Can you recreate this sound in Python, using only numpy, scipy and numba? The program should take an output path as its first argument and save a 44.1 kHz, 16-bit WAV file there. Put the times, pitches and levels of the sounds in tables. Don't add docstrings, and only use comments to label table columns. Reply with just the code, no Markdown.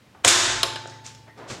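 import sys
import numpy as np
from scipy import signal
from scipy.fft import rfft, irfft
from scipy.io import wavfile
from numba import njit

SR = 44100
rng = np.random.default_rng(int(sys.argv[2]) if len(sys.argv) > 2 else 0)


def store_wav(level_fs):
    pcm = np.round(np.clip(np.atleast_2d(level_fs), -1, 1) * 32767)
    wavfile.write(sys.argv[1], SR, pcm.T.astype(np.int16))


N = 70560

# start in seconds, level in dB, T60 (time to decay by 60 dB)
# in seconds, tilt in dB per octave, relative drive of the frame in dB.
MECHANISM_BLOWS = [(0.2473, -3.5, 0.02, 1.6, -7), (0.2578, -14.5, 0.02, -10, 1.5),
                   (0.2718, -9, 0.012, -3.5, -20.5), (0.2753, -6.5, 0.017, 5.5, -8.5),
                   (0.2789, -1, 0.037, 3, -0.5), (0.2855, -9, 0.079, 12, -4.5),
                   (0.3135, -13.5, 0.0037, 4, -9.5)]
# start in seconds, level in dB, T60 in seconds, tilt in dB per octave.
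BUTTON_SNAPS = [(0.6312, -8, 0.018, 2), (0.6333, -17.5, 0.059, -5), (0.758, -26.5, 0.048, -3.5)]
# start in seconds, level in dB, T60 in seconds, centre in Hz,
# width in octaves, share sent to the room in dB.
HAND_KNOCKS = [(0.148, -44, 0.052, 700, 0.92, 0), (0.756, -34.5, 0.083, 1565, 0.088, -25),
               (0.8502, -39.5, 0.011, 552, 0.56, 0), (0.8568, -23.5, 0.0037, 877, 0.75, -2.5),
               (0.8736, -38.5, 0.021, 6500, 0.28, -4), (0.897, -43, 0.045, 4950, 0.46, 2),
               (0.921, -44, 0.049, 1815, 0.4, -0.5), (1.0639, -27, .007, 6180, 0.25, -10.5),
               (1.075, -35, 0.0077, 6400, 0.31, -25), (1.148, -42.5, 0.024, 3120, 0.84, 0),
               (1.376, -55.5, 0.096, 4300, 0.66, 3.5)]
# start, attack and T60 in seconds, level in dB,
# centre in Hz, width in octaves.
FRICTION_RUBS = [(1.038, 0.026, 0.33, -40.5, 3720, 2.6), (1.265, 0.018, .12, -47, 600, 1.22),
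                 (1.271, 0.029, 0.26, -52, 1940, 0.091), (1.36, 0.035, 3.3, -41, 394, 1.39),
                 (1.473, 0.038, 0.38, -36.5, 3500, 2.1)]

# frequency in Hz, level in dB, T60 in seconds.
FRAME_MODES = [(259, -41, 1.9), (329, -28, .55), (354, -22, .45), (366, -33, 1.3), (685, -28, .8),
               (1039, -30, 1.0), (1540, -28, 1.1), (1742, -34, 1.4), (3545, -24, .8), (3636, -26, .7),
               (3694, -26, 1.0), (4655, -27, .8), (6932, -26, .75), (7765, -25, .6)]
CASE_MODES = [(539, -20, 0.12), (700, -14.5, 0.05), (928, -21.5, 0.061)]
SPRING_MODES = [(881.5, -38.5, 1.75)]
BENCH_MODES = [(94.4, -35.5, 1.2), (110.6, -40, 4.3), (135.6, -47, 5.2)]
COVER_MODES = [(350, -41, 0.7), (553, -32.5, 0.19), (1074, -35, .3), (2892, -28, 0.043), (4200, -18, 0.023),
               (5040, -24.5, 0.033)]
FLOOR_MODES = [(115, -33, .15)]

# frequency in Hz, relative spectral density in dB.
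CRACK_SPECTRUM = [(45, -52.5), (120, -11), (210, -23), (300, -1.5), (460, -11), (720, 5.5), (950, -2.5),
                  (1600, 6), (2300, 3.5), (3760, 0), (5330, -6.5), (7750, -1.5), (10500, -17.5),
                  (16000, -60)]
FRAME_SPECTRUM = [(88, -46), (150, -19.5), (290, -14), (340, -6), (448, -15.5), (520, -8.5), (730, -10),
                  (1040, -5), (1690, -3.5), (2060, -6.5), (3250, -6), (3600, -2), (4000, -6), (5000, -5),
                  (5700, -5.5), (6900, -2.5), (8200, -7.5), (13400, -29), (15100, -43), (16000, -70)]
BUTTON_SPECTRUM = [(88, -44), (200, -26), (460, -12.5), (600, -3), (1100, -7.5), (1600, -1.5), (1850, -11),
                   (2600, 0), (3600, -1.5), (4100, 2), (4550, -5.5), (5000, 1), (5700, -12.5), (8000, -9),
                   (11000, -20), (16000, -42)]
STEP_SPECTRUM = [(35, -28), (70, -2), (113, 7), (183, -4), (259, 1), (381, -2), (550, 1), (750, -13),
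                 (1120, -9), (4000, -19), (9000, -54)]
RUMBLE_SPECTRUM = [(15, -42.5), (25, -19), (70, -4.5), (301, -7), (344, -12), (405, -14.5), (463, -11.5),
                   (1160, -19.5), (1480, -20), (1610, -19.5), (4030, -25), (16000, -42.5)]

# frequency in Hz, T60 in seconds.
FRAME_DECAY = [(150, 0.45), (400, 0.92), (900, 0.87), (1800, 0.91), (3500, 0.87), (7000, 0.72),
               (14000, 0.37)]
ROOM_DECAY = [(150, 0.99), (1000, .6), (5000, 0.61), (14000, 0.23)]


def mechanism(slide_db=-19, slide_rise_s=0.0025, frame_db=-5.5, slam_s=0.277):
    t, release = clock(), MECHANISM_BLOWS[0][0]
    crack, steel = along(CRACK_SPECTRUM), along(FRAME_SPECTRUM)
    swell = np.exp(-abs(t - release) / slide_rise_s) * (t < release)
    out = amp(slide_db) * noise(crack - 2 * octaves(1000)) * swell
    for start, db, t60, tilt, drive_db in MECHANISM_BLOWS:
        out += amp(db) * burst(crack + tilt * octaves(1000), start, t60)
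        frame = np.pad(dense_ring(steel, FRAME_DECAY), (int(start * SR), 0))[:N]
        out += amp(db + drive_db + frame_db) * frame
    out += ring(CASE_MODES, release) + ring(BENCH_MODES, release, rise=0.027)
    return out + ring(FRAME_MODES, slam_s) + ring(SPRING_MODES, slam_s, rise=0.38)


def button(room_db=-8):
    snaps = sum(amp(db) * burst(along(BUTTON_SPECTRUM) + tilt * octaves(1000), start, t60)
                for start, db, t60, tilt in BUTTON_SNAPS)
    return snaps + amp(room_db) * room(snaps) + ring(COVER_MODES, BUTTON_SNAPS[0][0])


def handling():
    direct, sent = 0, 0
    for start, db, t60, hz, width, room_db in HAND_KNOCKS:
        knock = amp(db) * burst(band(hz, width), start, t60)
        direct += knock
        sent += amp(room_db) * knock
    return direct + room(sent)


def stepping_back(step_s=1.5005, step_db=-32):
    treble_loss = 31.5 * np.maximum(octaves(7400), 0)
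    rubs = sum(amp(db) * noise(band(hz, width) - treble_loss) * fade(start, t60, attack)
               for start, attack, t60, db, hz, width in FRICTION_RUBS)
    heel = amp(step_db) * burst(along(STEP_SPECTRUM), step_s, t60=0.28)
    return rubs + heel + ring(FLOOR_MODES, step_s)


def coil(start_s=0.26, end_s=0.74, fade_s=0.16, mains_hz=49.3, db=-44.5):
    t = clock()
    held = np.clip(np.minimum(t - start_s, end_s - t) / fade_s, 0, 1)
    return amp(db) * held * np.sqrt(2) * np.sin(2 * np.pi * mains_hz * t)


def room(x):
    tail = dense_ring(0, ROOM_DECAY)
    return signal.fftconvolve(x, tail / np.sqrt(np.sum(tail ** 2)))[:N]


def workshop(db=-54.5):
    return amp(db) * noise(along(RUMBLE_SPECTRUM))


def burst(db, start, t60):
    cepstrum = irfft((db - db.max()) * np.log(10) / 20, N)
    causal = cepstrum * (1 + np.sign(np.fft.fftfreq(N)))
    body = irfft(np.exp(rfft(causal)), N)
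    force = fade(start, t60, attack=0.00026)
    out = signal.fftconvolve(rng.standard_normal(N) * force, body[:N // 10])[:N]
    return out * np.sqrt(np.sum(force ** 2) / (np.sum(out ** 2) + 1e-18))


def ring(modes, start, rise=0.0011):
    t = clock() - start
    return sum(np.sqrt(2) * amp(db) * np.sin(2 * np.pi * hz * t) * fade(start, t60, rise)
               for hz, db, t60 in modes)


def dense_ring(db, decay):
    spectrum, out = rfft(noise(db)), 0
    hz, t60 = np.array(decay).T
    for centre in 31.25 * 2 ** (np.arange(20) / 2):
        part = irfft(spectrum * np.maximum(1 - 2 * abs(octaves(centre)), 0), N)
        part_t60 = np.interp(np.log(centre), np.log(hz), t60)
        out += part * fade(0, part_t60, attack=0.0036)
    return out


def fade(start, t60, attack):
    t = clock() - start
    return np.clip(t / attack, 0, 1) * np.exp(-np.log(1000) * np.maximum(t - attack, 0) / t60)


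def noise(db):
    x = irfft(rfft(rng.standard_normal(N)) * amp(db), N)
    return x / x.std()


def band(hz, width):
    return -10 * np.log10(np.e) * np.minimum((octaves(hz) / width) ** 2, 20)


def along(points):
    hz, db = np.array(points, float).T
    return np.interp(octaves(1), np.log2(hz), db)


def octaves(hz):
    return np.log2(np.maximum(np.arange(N // 2 + 1) * SR / N, 20) / hz)


def amp(db):
    return 10 ** (np.asarray(db) / 20)


def clock():
    return np.arange(N) / SR


def scene():
    return (mechanism() + coil() + button() + handling() + stepping_back() + workshop())[None]


@njit
def follow(x, rise, fall):
    out, level = np.empty(len(x)), 0.
    for i in range(len(x)):
        level += (x[i] - level) * (rise if x[i] > level else fall)
        out[i] = level
    return out


def record(dry):
    low_cut_hz, top_hz = 54, 15900
    knee_db, ratio, attack_s, release_s = -17, 2.22, 0.0051, 0.065
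    heard = signal.sosfilt(signal.butter(2, low_cut_hz, "high", fs=SR, output="sos"), dry)
    level = follow(abs(heard[0]), 1 / (attack_s * SR), 1 / (release_s * SR))
    gain = np.maximum(level / amp(knee_db), 1) ** (1 / ratio - 1)
    rounded = np.tanh(heard * gain)
    return signal.sosfilt(signal.ellip(8, .2, 70, top_hz, fs=SR, output="sos"), rounded)


dry = scene()
out = record(dry)
store_wav(out)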